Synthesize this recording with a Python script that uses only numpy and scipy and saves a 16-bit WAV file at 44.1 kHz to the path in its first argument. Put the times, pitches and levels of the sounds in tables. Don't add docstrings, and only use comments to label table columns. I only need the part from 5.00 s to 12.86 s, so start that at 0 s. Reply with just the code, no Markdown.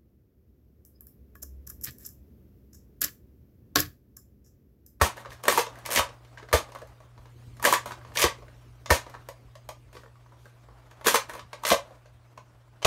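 import sys
import numpy as np
from scipy import signal
from scipy.io import wavfile
from scipy.ndimage import uniform_filter1d

SR = 44100
rng = np.random.default_rng(int(sys.argv[2]) if len(sys.argv) > 2 else 0)


def generate_wav(sig):
    pcm = np.round(np.clip(np.atleast_2d(sig).T, -1, 1) * 32767).astype(np.int16)
    wavfile.write(sys.argv[1], SR, pcm)


N = 346626

# pitch_hz, relative_level_db, t60_s
GUN_MODES = [(219.4, -8.5, 0.076), (267, -10, 0.066), (336.3, -6, 0.06), (422.8, 0.5, 0.048),
             (483, -2, 0.064), (550.7, -2.5, 0.069), (617.8, 1, 0.065), (704.5, -5.5, 0.058),
             (549.4, -14.5, .2), (855.5, -9.5, 0.064), (983, 2, 0.029), (1121, 1, 0.028),
             (1245, -1.5, 0.025), (1544, 0.5, 0.022), (1684, -0.5, 0.029), (1824, 2.5, 0.023),
             (2088, -5, 0.028), (2290, -9.5, 0.021)]
KNOCK_MODES, CLACK_MODES = GUN_MODES[:9], GUN_MODES[9:]
# frequency_hz, relative_level_db_per_hz
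TREBLE_SPECTRUM = [(1180, -47), (2000, 3.5), (2680, -2), (2930, -2), (4360, -4.5), (4920, -7), (6540, -5),
                   (7710, -9.5), (9320, -7), (10500, -11.5), (11400, -7), (14200, -12), (15800, -15.5)]


def gain_of(db):
    return 10 ** (np.asarray(db) / 20)


def evened(x):
    return x / np.sqrt(np.mean(x ** 2) + 1e-20)


def read(points, hz):
    point_hz, value = np.transpose(points)
    return np.interp(np.log(hz + 1), np.log(point_hz + 1), value)


def add(mix, start_s, sound):
    part = mix[max(round(start_s * SR), 0):][:len(sound)]
    part += sound[:len(part)]


def colour(points, lo_hz=1, hi_hz=30000):
    hz = abs(np.fft.fftfreq(4096, 1 / SR)) + 1
    edges = np.sqrt((1 + (lo_hz / hz) ** 8) * (1 + (hz / hi_hz) ** 8))
    log_gain = np.log(np.maximum(gain_of(read(points, hz)) / edges, 1e-5))
    taps = np.fft.ifft(np.exp(np.conj(signal.hilbert(log_gain)))).real[:2048]
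    return taps / np.linalg.norm(taps)


def drift(top_hz):
    low_pass = signal.butter(2, top_hz, fs=SR, output="sos")
    return evened(signal.sosfilt(low_pass, rng.standard_normal(N)))


def noise(points, patchy_db, flicker_db):
    frames, hz = N // 256 + 5, np.fft.rfftfreq(1024, 1 / SR)
    real, imaginary, patches = rng.standard_normal((frames, 513, 3)).T
    patches = uniform_filter1d(patches, 12, 0)
    patches = evened(uniform_filter1d(patches, 8, 1))
    flicker = evened(uniform_filter1d(rng.standard_normal(frames), 3))
    level_db = read(points, hz)[:, None] + patchy_db * patches + flicker_db * flicker
    spectra = (real + 1j * imaginary) * gain_of(level_db)
    return evened(signal.istft(spectra, nperseg=1024, noverlap=768)[1][:N])


def room_noise():
    # frequency_hz, relative_level_db_per_hz
    air_spectrum = [(15, -54.5), (25, -5), (72, -3), (123, -19.5), (144, -19), (174, -18), (403, -20),
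                    (486, -23), (791, -33.5), (1220, -35), (2200, -33), (13100, -46.5), (15800, -47)]
    return noise(air_spectrum, patchy_db=3.5, flicker_db=1.0)


def mains_hum():
    hum_hz, waver_top_hz, waver_rms_db = 119.7, 11, 0.9
    sine = np.sqrt(2) * np.sin(2 * np.pi * hum_hz * np.arange(N) / SR)
    return sine * gain_of(waver_rms_db * drift(waver_top_hz))


def low_drone():
    centre_hz, half_width_hz = 56.6, 4.6
    turn = 2 * np.pi * centre_hz * np.arange(N) / SR
    return drift(half_width_hz) * np.sin(turn) + drift(half_width_hz) * np.cos(turn)


def rustle():
    # time_s, level_db
    rustle_levels = [(0.0, -41.5), (0.24, -58), (0.85, -52), (1.33, -62.5), (1.62, -50), (1.95, -62.5),
                     (2.63, -69), (2.76, -53.5), (3.81, -66), (4.05, -51.5), (4.33, -63.5), (4.77, -70),
                     (6.0, -60.5), (6.22, -53.5), (6.39, -67.5), (6.7, -53.5), (7.16, -65.5), (7.86, -66)]
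    # frequency_hz, relative_level_db_per_hz
    rustle_spectrum = [(88, -45.5), (150, -20), (264, -1.5), (447, -5), (564, -1.5), (610, 1.5), (801, -2),
                       (1120, -2), (2630, -16), (12800, -31), (15800, -34.5)]
    level_db = np.interp(np.arange(N) / SR, *np.transpose(rustle_levels))
    return gain_of(level_db) * noise(rustle_spectrum, patchy_db=1.1, flicker_db=2.5)


def background():
    # time_s, level_db
    hum_levels = [(0.0, -54.5), (1.34, -54), (1.74, -55), (2.11, -55.5), (2.47, -49), (4.67, -55),
                  (7.8, -58)]
    drone_db, air_db = -8, -2.5
    hum_level_db = np.interp(np.arange(N) / SR, *np.transpose(hum_levels))
    steady = mains_hum() + gain_of(drone_db) * low_drone() + gain_of(air_db) * room_noise()
    return rustle() + gain_of(hum_level_db) * steady


def room(x):
    # frequency_hz, t60_s, relative_level_db
    bands = np.array([(100, 0.063, -9), (406, 0.14, -3.5), (1070, 0.22, -3.5), (3057, 0.2, -2),
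                      (8000, 0.17, 0.5), (14900, 0.12, -2.5)])
    count, step_s = 6, .012
    build_s = 0.0059
    out = np.zeros(N)
    place = np.arange(N) / SR / step_s % count
    for k in range(count):
        away = (place - k + count / 2) % count - count / 2
        share = np.cos(np.pi / 2 * np.clip(away, -1, 1))
        taps = np.zeros(SR // 2)
        at = np.arange(120, SR // 2 - 10, 10)
        build = 1 - np.exp(-(at / SR / build_s) ** 2)
        taps[at + rng.integers(0, 10, len(at))] = build * rng.choice([-1., 1.], len(at))
        hz, t, spectra = signal.stft(taps, SR, nperseg=256)
        start_db = read(bands[:, [0, 2]], hz)[:, None]
        t60_s = read(bands[:, :2], hz)[:, None]
        spectra *= gain_of(start_db - 60 * t / t60_s)
        tail = signal.istft(spectra, SR, nperseg=256)[1]
        out += signal.oaconvolve(x * share, tail / np.linalg.norm(tail))[:N]
    return out


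def booms():
    # start_s, swell_peak_db, pitch_hz
    slams = [(0.014, -15, 75), (0.965, -36, 70.5), (0.986, -28, 74), (1.486, -54, 74), (1.533, -16, 75),
             (3.223, -48.5, 75), (3.238, -24.5, 71.7), (3.907, -14.5, 73.7), (6.712, -33.5, 75.3),
             (7.848, -16.5, 70.5)]
    swell_s = 0.0081
    out, t = np.zeros(N), np.arange(9000) / SR
    swell = t / swell_s * np.exp(1 - t / swell_s)
    for start_s, peak_db, pitch_hz in slams:
        add(out, start_s, gain_of(peak_db) * swell * np.sin(2 * np.pi * pitch_hz * t))
    return out


def ring(modes, chance, spread_db, detune, rise_s, spot_hz=1200, focus_db=0):
    hz, db, t60_s = np.transpose(modes)[:, :, None]
    t = np.arange(5000) / SR
    spot, grip, phase = chance[:, :len(modes), None]
    focus_loss_db = np.minimum(focus_db * np.log2(hz / spot_hz) ** 2, 11)
    mode_db = db + spread_db * spot - focus_loss_db
    decay = gain_of(mode_db - 60 * t / t60_s)
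    waves = decay * np.sin(2 * np.pi * hz * (1 + detune * grip) * t + phase)
    sound = waves.sum(0) * (1 - np.exp(-t / rise_s)) ** 2
    return sound / abs(sound).max()


def slides():
    # start_s, length_s, first_force_db, last_force_db, brightness_db
    strokes = [(.018, 0.053, -13, -19.5, -6.5), (0.165, 0.052, -36.5, -37.5, -12),
               (0.296, 0.036, -55.5, -41.5, -1.5), (0.429, .008, -50, -43.5, 1),
               (0.438, .045, -48.5, -13.5, -17.5), (0.494, 0.13, -19.5, -29.5, -2.5),
               (0.546, 0.02, -32, -21, -12), (0.586, 0.021, -30, -47, 9.5), (.865, 0.13, -47, -30, 0),
               (0.95, 0.046, -20.5, -17, -4.5), (1.531, 0.061, -7.5, -27, -7),
               (2.618, 0.032, -37.5, -12.5, -11.5), (2.653, 0.12, -12.5, -33.5, -3.5),
               (2.704, .016, -32.5, -22, -9.5), (2.733, 0.01, -16.5, -24, -14.5),
               (2.858, 0.071, -30, -37.5, -11.5), (3.137, 0.013, -56, -46, 1), (3.152, 0.086, -36, -30, 3),
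               (3.24, 0.024, -14, -15, -14.5), (3.905, .061, -11.5, -22, -4.5),
               (4.887, .03, -50, -57, -20.5), (4.927, 0.12, -46.5, -54, -8), (5.39, 0.11, -61, -58, -3),
               (6.042, .022, -38.5, -18, -4), (6.067, 0.087, -12.5, -33, 0),
               (6.129, .014, -35.5, -22.5, -10.5), (6.145, .02, -12.5, -40, -0.5),
               (6.284, .11, -34, -35, -16), (6.615, .016, -52.5, -37, -15), (6.649, 0.082, -37, -29, 6.5),
               (6.723, 0.019, -18, -52, 3)]
    modes_db, treble_db = -13.5, -8.5
    grip_s, let_go_s = 0.0022, 0.039
    clicks_per_s = 3000
    low, high = np.zeros((2, N))
    u = np.arange(SR // 4) / SR
    for start_s, length_s, first_db, last_db, bright_db in strokes:
        force_db = np.interp(u, (0, length_s), (first_db, last_db))
        force_db = force_db - 60 * np.maximum(u - length_s, 0) / let_go_s
        force = np.minimum(u / grip_s, 1) * gain_of(force_db)
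        add(low, start_s, force * gain_of(modes_db))
        add(high, start_s, force * gain_of(bright_db + treble_db))
    strength = gain_of(2.4 * np.minimum(rng.exponential(1, N), 3.5))
    happens = rng.random(N) < clicks_per_s / SR
    clicks = evened(happens * strength * rng.choice([-1, 1], N))
    chance = rng.standard_normal((3, len(GUN_MODES)))
    response = ring(GUN_MODES, chance, spread_db=2.5, detune=0, rise_s=0.00016)
    low_sound = signal.oaconvolve(clicks * low, response / np.linalg.norm(response))[:N]
    treble_sound = signal.oaconvolve(clicks * high, colour(TREBLE_SPECTRUM, 2300))[:N]
    return low_sound + treble_sound


def ratchet_teeth():
    # start_s, end_s, first_clack_db, last_clack_db
    runs = [(0.9123, 0.963, -27.5, -25.5), (3.185, 3.218, -24, -27), (6.667, 6.699, -24, -28)]
    # clack_hz, knock_db, knock_hz, crack_db, tick_db
    clack_hz, knock_db, knock_hz, crack_db, tick_db = (1346, -8.5, 616, -4, 4)
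    teeth_per_s, jitter_s, spread_db = 108, .001, 1.5
    rows = []
    for start_s, end_s, first_db, last_db in runs:
        luck = rng.standard_normal((12, 4))
        for s, chance in zip(np.arange(start_s, end_s, 1 / teeth_per_s), luck):
            db = np.interp(s, (start_s, end_s), (first_db, last_db)) + spread_db * chance[1:]
            rows.append((s + jitter_s * chance[0], db[0], clack_hz, db[1] + knock_db, knock_hz,
                         db[2] + crack_db, db[2] + tick_db))
    return rows


def strikes():
    # start_s, clack_db, clack_hz, knock_db, knock_hz, crack_db, tick_db
    timed_strikes = [(0.013, -8.5, 1520, -17.5, 460, -20, -23), (0.018, -10, 1026, -14, 550, -33, -17),
                     (0.17, -39, 1490, -52.5, 462, -50, -46), (0.177, -37, 1600, -40.5, 580, -47, -55),
                     (0.248, -34, 1190, -56, 458, -55.5, -62), (0.257, -32.5, 1220, -39, 554, -48.5, -63),
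                     (0.304, -45, 980, -53, 573, -47.5, -55), (0.318, -37.5, 1720, -44, 546, -50, -55),
                     (0.437, -30.5, 985, -36, 573, -40, -32), (0.453, -25, 1220, -29.5, 600, -36, -34),
                     (0.481, -7.5, 1520, -13.5, 465, -17, -13.5), (0.524, -16, 980, -45, 503, -42, -21),
                     (0.575, -9.5, 970, -36, 678, -29, -21), (0.58, -14, 990, -18.5, 476, -25, -23),
                     (0.592, -24, 1750, -22.5, 420, -23.5, -28), (0.665, -31, 1040, -34.5, 500, -37.5, -50),
                     (0.755, -43, 1770, -54, 501, -55, -53), (0.787, -45, 1090, -58, 563, -61, -47.5),
                     (0.852, -38, 974, -53, 506, -37.5, -42), (0.86, -30, 1300, -40, 624, -33, -27),
                     (0.889, -29, 1270, -32, 638, -43, -49), (0.904, -31, 1120, -33, 668, -33, -29),
                     (0.959, -25, 1130, -25, 576, -17.5, -22), (0.973, -17, 1610, -23, 570, -19, -33),
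                     (0.993, -11.5, 1110, -22, 568, -24.5, -35), (1.089, -43, 1010, -44.5, 584, -46, -64),
                     (1.247, -57, 1090, -55, 406, -56, -62), (1.373, -36, 1770, -59, 439, -53, -70),
                     (1.38, -47, 1110, -49, 623, -46.5, -69), (1.397, -41, 972, -54, 409, -57, -64),
                     (1.427, -39.5, 1610, -41.5, 428, -52, -72), (1.487, -38, 1510, -51, 576, -50, -60),
                     (1.513, -40, 1050, -39, 577, -52, -55), (1.528, -10, 1230, -20, 493, -23, -21),
                     (1.537, -10, 1010, -9, 549, -37, -32), (1.69, -49, 993, -42, 538, -62, -62),
                     (1.719, -40, 945, -49, 498, -49, -51), (1.749, -34, 1187, -38.5, 606, -46.5, -44.5),
                     (1.757, -32, 1180, -45, 555, -55, -59), (1.786, -57, 1070, -55, 547, -53, -52),
                     (1.817, -40.5, 1290, -34, 630, -52, -53), (1.872, -51, 1010, -70, 603, -60, -53.5),
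                     (2.002, -47, 1100, -48, 607, -61, -60), (2.177, -43.5, 1090, -52.5, 616, -57.5, -73),
                     (2.255, -47, 1110, -54, 444, -58.5, -69), (2.568, -50, 1560, -71, 678, -56, -54),
                     (2.597, -36, 1100, -45, 654, -51, -51), (2.626, -24.5, 1000, -47, 616, -38, -28),
                     (2.641, -16, 1550, -45, 614, -29, -25), (2.65, -8, 1660, -17.5, 550, -17.5, -14),
                     (2.671, -13.5, 950, -16.5, 608, -43, -35), (2.725, -7.5, 990, -23, 423, -25.5, -15.5),
                     (2.736, -13, 1500, -23, 571, -19, -15.5), (2.858, -25.5, 1160, -30.5, 620, -41, -36.5),
                     (2.908, -30.5, 1140, -42.5, 633, -45, -52), (2.918, -30, 1140, -41, 638, -38.5, -46),
                     (3.013, -44, 1310, -55, 622, -63, -71), (3.048, -39.5, 1120, -47, 595, -54, -67),
                     (3.118, -43, 950, -52.5, 592, -57, -65), (3.158, -27, 1660, -35, 576, -41, -39),
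                     (3.171, -28.5, 1050, -32, 595, -18, -24), (3.198, -33, 1300, -33, 614, -24, -29),
                     (3.217, -23, 1050, -38, 665, -17, -17), (3.225, -18, 1050, -20.5, 592, -15.5, -16),
                     (3.239, -11.5, 1340, -13, 441, -15.5, -18), (3.384, -49.5, 1040, -45, 401, -55, -70),
                     (3.422, -44, 1020, -45.5, 670, -57, -73), (3.481, -46.5, 1760, -49.5, 568, -59, -72),
                     (3.859, -34.5, 1250, -43, 627, -36, -47), (3.895, -34, 1040, -30, 560, -46, -44),
                     (3.903, -9.5, 1720, -19.5, 433, -18.5, -21), (3.908, -11.5, 1010, -13, 560, -40, -18),
                     (4.064, -40, 940, -39.5, 534, -50, -65), (4.097, -49, 953, -50, 530, -51, -50),
                     (4.14, -34.5, 1130, -56, 641, -50, -63), (4.149, -32, 1240, -45, 573, -54, -62),
                     (4.287, -32, 980, -32.5, 597, -42.5, -39), (4.553, -42.5, 1344, -44, 624, -48.5, -54),
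                     (4.689, -32.5, 1000, -33, 670, -38.5, -37), (4.928, -50.5, 1660, -52, 581, -55, -58),
                     (4.951, -44.5, 1180, -44, 456, -52, -61), (4.967, -41.5, 1140, -46, 440, -46.5, -59),
                     (5.034, -43, 1240, -47.5, 490, -63, -70), (5.059, -45.5, 1120, -51, 482, -66, -73),
                     (5.155, -49.5, 1110, -66, 490, -67, -72), (5.261, -49, 1210, -67, 490, -70, -71),
                     (5.321, -46, 1110, -56, 509, -67, -69), (5.455, -44, 1500, -50, 470, -59, -58),
                     (5.685, -47, 982, -50.5, 401, -70, -68), (5.911, -49, 1460, -53, 571, -53.5, -57),
                     (6.011, -39.5, 950, -42, 549, -53, -55), (6.045, -33, 1110, -36, 659, -41, -38),
                     (6.06, -18, 1140, -26, 510, -29.5, -25), (6.068, -11, 1540, -16.5, 393, -21, -15),
                     (6.082, -10, 1440, -22.5, 497, -34, -16), (6.142, -7.5, 920, -17, 460, -23, -20),
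                     (6.156, -16.5, 1750, -29, 475, -18.5, -16.5),
                     (6.295, -27.5, 1270, -37, 624, -40, -38.5), (6.335, -34, 1040, -47, 471, -45, -42),
                     (6.351, -32, 1130, -42, 640, -45, -43), (6.377, -41, 1190, -43, 536, -56, -56),
                     (6.393, -32.5, 1160, -47, 511, -41.5, -54), (6.53, -31, 950, -38, 633, -37, -46.5),
                     (6.635, -24, 1140, -45, 678, -38.5, -37), (6.65, -20.5, 1190, -27, 600, -21, -33),
                     (6.702, -16.5, 1180, -41, 503, -18.5, -22), (6.71, -20, 1270, -15, 400, -27, -27.5),
                     (6.716, -11.5, 1220, -9, 620, -18.5, -43), (6.741, -19, 964, -30, 571, -34.5, -40),
                     (6.85, -63, 1210, -46, 606, -63, -73), (6.907, -46, 950, -42.5, 603, -62, -67),
                     (7.057, -49.5, 1340, -49, 634, -56, -69.5),
                     (7.375, -35.5, 1095, -43, 579, -48.5, -58.5), (7.819, -40, 1030, -45, 579, -45, -58),
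                     (7.826, -30, 1040, -35, 589, -33.5, -47), (7.847, -17.5, 1130, -22, 446, -12.5, -34),
                     (7.852, -12, 1025, -9, 614, -33, -20)]
    crack_t60_s, crack_rise_s = 0.046, 0.00067
    tick_t60_s, tick_rise_s = 0.021, 0.0006
    ringing, crack, tick = np.zeros((3, N))
    t = np.arange(1200) / SR
    rows = list(timed_strikes) + ratchet_teeth()
    chances = rng.standard_normal((len(rows), 2, 3, 16))
    bursts = rng.standard_normal((len(rows), 2, 1200))
    for row, chance, burst in zip(rows, chances, bursts):
        start_s, clack_db, clack_hz, knock_db, knock_hz, crack_db, tick_db = row
        knock = ring(KNOCK_MODES, chance[0], spread_db=3.3, detune=0.012, rise_s=0.0014,
                     spot_hz=knock_hz, focus_db=45)
        clack = ring(CLACK_MODES, chance[1], spread_db=2.5, detune=0.023, rise_s=.0009,
                     spot_hz=clack_hz, focus_db=23.5)
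        add(ringing, start_s, gain_of(knock_db) * knock + gain_of(clack_db) * clack)
        crack_decay = gain_of(crack_db - 60 * t / crack_t60_s)
        add(crack, start_s, crack_decay * (1 - np.exp(-t / crack_rise_s)) * burst[0])
        tick_decay = gain_of(tick_db - 60 * t / tick_t60_s)
        add(tick, start_s, tick_decay * (1 - np.exp(-t / tick_rise_s)) * burst[1])
    crack_sound = signal.oaconvolve(crack, colour(TREBLE_SPECTRUM, 1900, 6500))[:N]
    tick_sound = signal.oaconvolve(tick, colour(TREBLE_SPECTRUM, 6500))[:N]
    return ringing + crack_sound + tick_sound


def scene():
    gun = strikes() + slides()
    reflections = gain_of(-5.0) * room(gun)
    return (gun + reflections + booms() + background())[None]


def record(dry):
    threshold_db, removed_share = -27, 0.068
    fall_db_per_s = 59
    edge_hz = 15750
    thin = signal.sosfilt(signal.butter(4, 46, "high", fs=SR, output="sos"), dry)
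    power_db = 10 * np.log10(abs(uniform_filter1d(thin[0] ** 2, size=400)) + 1e-12)
    fall_db = np.arange(N) * fall_db_per_s / SR
    held_db = np.maximum.accumulate(power_db + fall_db) - fall_db
    over_db = np.maximum(held_db - threshold_db, 0)
    ducked = thin / gain_of(removed_share * uniform_filter1d(over_db, size=200))
    low_pass = signal.firwin(511, edge_hz, window=("kaiser", 9), fs=SR)
    return signal.oaconvolve(ducked, low_pass[None], "same")


dry = scene()
out = record(dry)
generate_wav(out)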